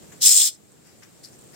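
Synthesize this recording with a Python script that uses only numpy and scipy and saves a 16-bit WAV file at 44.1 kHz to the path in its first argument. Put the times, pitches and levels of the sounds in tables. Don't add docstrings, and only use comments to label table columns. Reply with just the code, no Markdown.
import sys
import numpy as np
from scipy import signal
from scipy.fft import rfft, irfft, next_fast_len
from scipy.io import wavfile
from scipy.ndimage import uniform_filter1d

SR = 44100
rng = np.random.default_rng(int(sys.argv[2]) if len(sys.argv) > 2 else 0)


def convert_level_to_amplitude(level_db):
    exponent = np.asarray(level_db, float) / 20
    return 10 ** exponent


def inscribe(sig):
    pcm = np.round(np.clip(np.atleast_2d(sig).T, -1, 1) * 32767)
    wavfile.write(sys.argv[1], SR, pcm.astype(np.int16))


N = 68355
t = np.arange(N) / SR

# (frequency [Hz], density [dB per Hz])
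HUM_SPECTRUM = [(30, -30.5), (65, -7.5), (130, 3.5), (450, -2), (900, -13.5), (3000, -20.5), (8000, -20.5),
                (15800, -36)]
# (time [s], peak [dB], high ring re low ring [dB])
BUBBLES = [(.0975, -49, -20), (.177, -45, -20), (.181, -44, -20), (.671, -50, -20), (.72, -42, -20),
           (.872, -44, -18), (.9995, -48, -15), (1.197, -46, -15), (1.2395, -40, -12), (1.287, -40, -15),
           (1.3195, -46, -15), (1.326, -44, -15), (1.359, -43, -12), (1.3905, -40, -12), (1.4125, -42, -3),
           (1.4222, -41, -5), (1.4403, -43, -4), (1.4755, -45, -12), (1.5228, -44, -8), (1.547, -47, -10)]
# (time [s], length [s], level [dB], pitch [Hz], thud [dB])
FINGER_SLIPS = [
    (0.114, 0.046, -55.5, 6500, 2),
    (0.842, 0.14, -61.5, 5000, -1),
    (1.019, 0.051, -59.5, 5200, 7),
    (1.033, 0.0081, -51.5, 5330, -29.5),
    (1.23, 0.059, -47.5, 4850, -18),
    (1.253, 0.014, -49, 4800, -13),
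    (1.325, 0.043, -59, 5560, -5),
    (1.53, 0.049, -55, 4920, -0.5),
]
# (time [s], level [dB], whistle share [dB], hollow share [dB])
GAS_FLOW = [
    (.203, -51, -11, 2),
    (0.22, -19.5, -3.5, 3),
    (.262, -10, 0, -2),
    (.315, -14.5, 4.5, -6.5),
    (.39, -17, 8, 2),
    (.478, -19, -1, 1),
    (.512, -43, 2.5, -0.5),
    (.55, -48.5, 3, -5.5),
    (.575, -65, -3, 0),
]
# (frequency [Hz], density [dB per Hz])
JET_SPECTRUM = [(600, -35), (1300, -31.5), (2500, -29.5), (3300, -18.5), (6000, -12.5), (9000, -8),
                (13000, -12.5), (15800, -13)]
# (frequency [Hz], shared part [0-1])
JET_LIKENESS = [(600, .6), (1400, 0.5), (2100, 0), (3100, 0.84), (4400, 0.2), (7000, 0), (12000, 0)]
# (frequency [Hz], width [Hz], left gain [dB], right gain [dB])
HAND_CAVITIES = [(2040, 250, 12.5, -13), (2500, 393, -25.5, 15.5), (3540, 1400, 13, 14.5),
                 (4290, 760, 9, -21), (5144, 260, 18, 17), (5660, 500, -3, 7.5), (6500, 400, -16.5, -16),
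                 (10870, 490, 13, 2), (14160, 1700, 11, -12), (14600, 270, -2, -15.5)]
# (frequency [Hz], width [Hz], lift [dB])
PORT_RINGS = [(7450, 420, 13.5), (8395, 330, 11)]
# (time [s], peak [dB], pitch [Hz])
RIB_SNAPS = [
    (1.0345, -46, 5200),
    (1.2415, -41, 4500),
    (1.2476, -33, 4800),
    (1.2498, -37, 4900),
]

HUM_DB, HUM_LIKENESS, HUM_PATCH_DB = -49, 0.083, 1.08
BUBBLE_GAIN_DB, BUBBLE_LOW_HZ, BUBBLE_HIGH_HZ, BUBBLE_RISE_S = 1, 8500, 14900, 0.00012
FIZZ_PER_S, FIZZ_DB, FIZZ_SPREAD_DB, FOAM_LEFT_DB = 81, -65, -11, -8
SLIP_THUD_HZ, SLIP_WIDTH_HZ, SLIP_AIR_DB, SLIP_LEFT_DB = 1765, 2100, -8.5, 5
SPUTTER_DB, JET_PATCH_DB = 1.3, 1.6
HOLLOW_HZ, HOLLOW_WIDTH_HZ = 3300, 1800
DULL_BELOW_DB, DULL_HZ, DULL_SHARE = -30, 9500, 0.68
PUFF_S, PUFF_LEN_S, PUFF_HZ, PUFF_WIDTH_HZ, PUFF_DB = 0.265, 0.03, 140, 170, -54
DUCK_S, DUCK_DB, DUCK_FALL_S, RECOVER_DB_PER_S = 0.3, -9, 0.048, 6
SNAP_RISE_S, SNAP_LEFT_DB = 0.0005, 7
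ROOM_T60_S, ROOM_DB = 0.18, -19
PORT_SKEW_RAD, SELF_HISS_DB, OVERLOAD = -0.7, -56.5, 0.93


def evened(x):
    return x / np.sqrt(np.mean(x ** 2) + 1e-20)


def read(points, hz):
    f, value = np.transpose(points)
    return np.interp(np.log(hz + 1), np.log(f + 1), value)


def peak(hz, centre_hz, width_hz):
    return 1j * hz * width_hz / (centre_hz ** 2 - hz ** 2 + 1j * hz * width_hz)


def colour(x, response):
    size = next_fast_len(x.shape[-1] + 4096)
    hz = np.fft.rfftfreq(size, 1 / SR)
    return irfft(rfft(x, size) * response(hz), size)[..., :x.shape[-1]]


def pair(likeness):
    a, b = rng.standard_normal((2, N))

    def shared(hz):
        part = read(likeness, hz) if np.ndim(likeness) else likeness + 0 * hz
        return np.clip(part, 0, 1)

    def own(hz):
        return np.sqrt(1 - shared(hz) ** 2)

    return np.array([a, colour(a, shared) + colour(b, own)])


def patchy(x, depth_db):
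    z = signal.stft(x, nperseg=256)[2]
    bands, frames = z.shape[1:]
    field = rng.standard_normal((frames, bands)).T
    field = uniform_filter1d(field, size=4, axis=0)
    field = evened(uniform_filter1d(field, size=10, axis=1))
    return signal.istft(z * convert_level_to_amplitude(depth_db * field), nperseg=256)[1][:, :N]


def lean_left(left_db):
    return convert_level_to_amplitude(np.array([[left_db / 2], [-left_db / 2]]))


def kitchen():
    noise = patchy(pair(HUM_LIKENESS), HUM_PATCH_DB)
    return convert_level_to_amplitude(HUM_DB) * evened(colour(noise, lambda hz: convert_level_to_amplitude(read(HUM_SPECTRUM, hz))))


def foam():
    clicks = np.zeros((2, N))
    fizz_db = FIZZ_DB + FIZZ_SPREAD_DB * np.minimum(rng.exponential(1, N), 4)
    clicks[0] = convert_level_to_amplitude(fizz_db) * (rng.random(N) < FIZZ_PER_S / SR)
    for time_s, peak_db, high_db in BUBBLES:
        clicks[:, round(time_s * SR)] += convert_level_to_amplitude(BUBBLE_GAIN_DB + peak_db + np.array([0, high_db]))
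    ring_s = t[:200]
    u = ring_s / BUBBLE_RISE_S
    pitches_hz = np.array([[BUBBLE_LOW_HZ], [BUBBLE_HIGH_HZ]])
    rings = u * np.exp(1 - u) * np.sin(2 * np.pi * pitches_hz * ring_s)
    bursts = signal.fftconvolve(clicks, rings, axes=1)[:, :N].sum(0)
    return bursts * convert_level_to_amplitude(np.array([[FOAM_LEFT_DB], [0]]))


def slips():
    out = np.zeros((2, N))
    for time_s, length_s, level_db, pitch_hz, thud_db in FINGER_SLIPS:
        def bright_ring(hz):
            air = convert_level_to_amplitude(SLIP_AIR_DB) * peak(hz, 10000, 4900) ** 2
            return peak(hz, pitch_hz, SLIP_WIDTH_HZ) ** 3 + air

        rub = pair(0.17)
        bright = evened(colour(rub, bright_ring))
        dull = evened(colour(rub, lambda hz: peak(hz, SLIP_THUD_HZ, 900)))
        u = 4 * np.maximum(t - time_s, 0) / length_s
        out += convert_level_to_amplitude(level_db) * u * np.exp(1 - u) * (bright + convert_level_to_amplitude(thud_db) * dull)
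    return out * lean_left(SLIP_LEFT_DB)


def jet():
    time_s, level_db, whistle_db, hollow_db = np.transpose(GAS_FLOW)
    sputter = evened(uniform_filter1d(rng.standard_normal(N), size=150))
    flow = convert_level_to_amplitude(np.interp(t, time_s, level_db, -120, -120) + SPUTTER_DB * sputter)

    def hands(hz):
        rings = 1
        for centre_hz, width_hz, left_db, right_db in HAND_CAVITIES:
            rings = rings + convert_level_to_amplitude(np.array([[left_db], [right_db]])) * peak(hz, centre_hz, width_hz)
        return convert_level_to_amplitude(read(JET_SPECTRUM, hz)) * rings

    gas = colour(patchy(pair(JET_LIKENESS), JET_PATCH_DB), hands)
    gas = gas / np.sqrt(np.mean(ports(gas) ** 2))

    weak = np.clip((DULL_BELOW_DB - np.interp(t, time_s, level_db)) / 15, 0, 1) * (t > time_s[2])
    treble = colour(gas, lambda hz: 1 / (1 + (DULL_HZ / (hz + 1)) ** 8))
    gas = gas - DULL_SHARE * weak * treble

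    whistle = colour(gas, lambda hz: np.array([peak(hz, f, 2 * w) for f, w, _ in PORT_RINGS]))
    hollow = colour(gas, lambda hz: peak(hz, HOLLOW_HZ, HOLLOW_WIDTH_HZ))
    whistle_extra = convert_level_to_amplitude(np.interp(t, time_s, whistle_db)) - 1
    hollow_extra = convert_level_to_amplitude(np.interp(t, time_s, hollow_db)) - 1
    return flow * (gas + whistle_extra * whistle + hollow_extra * hollow)


def puff():
    air = evened(colour(pair(0.25), lambda hz: peak(hz, PUFF_HZ, PUFF_WIDTH_HZ)))
    return convert_level_to_amplitude(PUFF_DB) * air * np.exp(-((t - PUFF_S) / PUFF_LEN_S) ** 2)


def duck_db():
    fall = np.clip((t - DUCK_S) / DUCK_FALL_S, 0, 1)
    return fall * np.minimum(DUCK_DB + RECOVER_DB_PER_S * (t - DUCK_S), 0)


def snaps():
    out = np.zeros(N)
    for time_s, peak_db, pitch_hz in RIB_SNAPS:
        since_s = np.maximum(t - time_s, 0)
        u = since_s / SNAP_RISE_S
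        out += convert_level_to_amplitude(peak_db) * u * np.exp(1 - u) * np.sin(2 * np.pi * pitch_hz * since_s)
    return out * lean_left(SNAP_LEFT_DB)


def room(x):
    u = np.arange(SR // 3) / SR
    tail = rng.standard_normal((2, len(u))) * convert_level_to_amplitude(-60 * u / ROOM_T60_S) * np.minimum(u / 0.002, 1)
    return signal.fftconvolve(x, tail / np.linalg.norm(tail[0]), axes=1)[:, :N]


def ports(x):
    skew = np.exp(1j * PORT_SKEW_RAD)
    return colour(x, lambda hz: np.array([1 + convert_level_to_amplitude(db) * skew * peak(hz, f, w) for f, w, db in PORT_RINGS]))


def scene():
    near = jet() + slips() + snaps() + foam()
    return near + convert_level_to_amplitude(ROOM_DB) * room(near) + puff() + convert_level_to_amplitude(duck_db()) * kitchen()


def roll_off(x):
    return signal.sosfilt(signal.butter(12, 15750, fs=SR, output="sos"), x)


def record(dry):
    hiss = convert_level_to_amplitude(SELF_HISS_DB + duck_db()) * rng.standard_normal(dry.shape)
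    heard = np.clip(ports(dry) + hiss, -OVERLOAD, OVERLOAD)
    return roll_off(heard)


dry = scene()
out = record(dry)
inscribe(out)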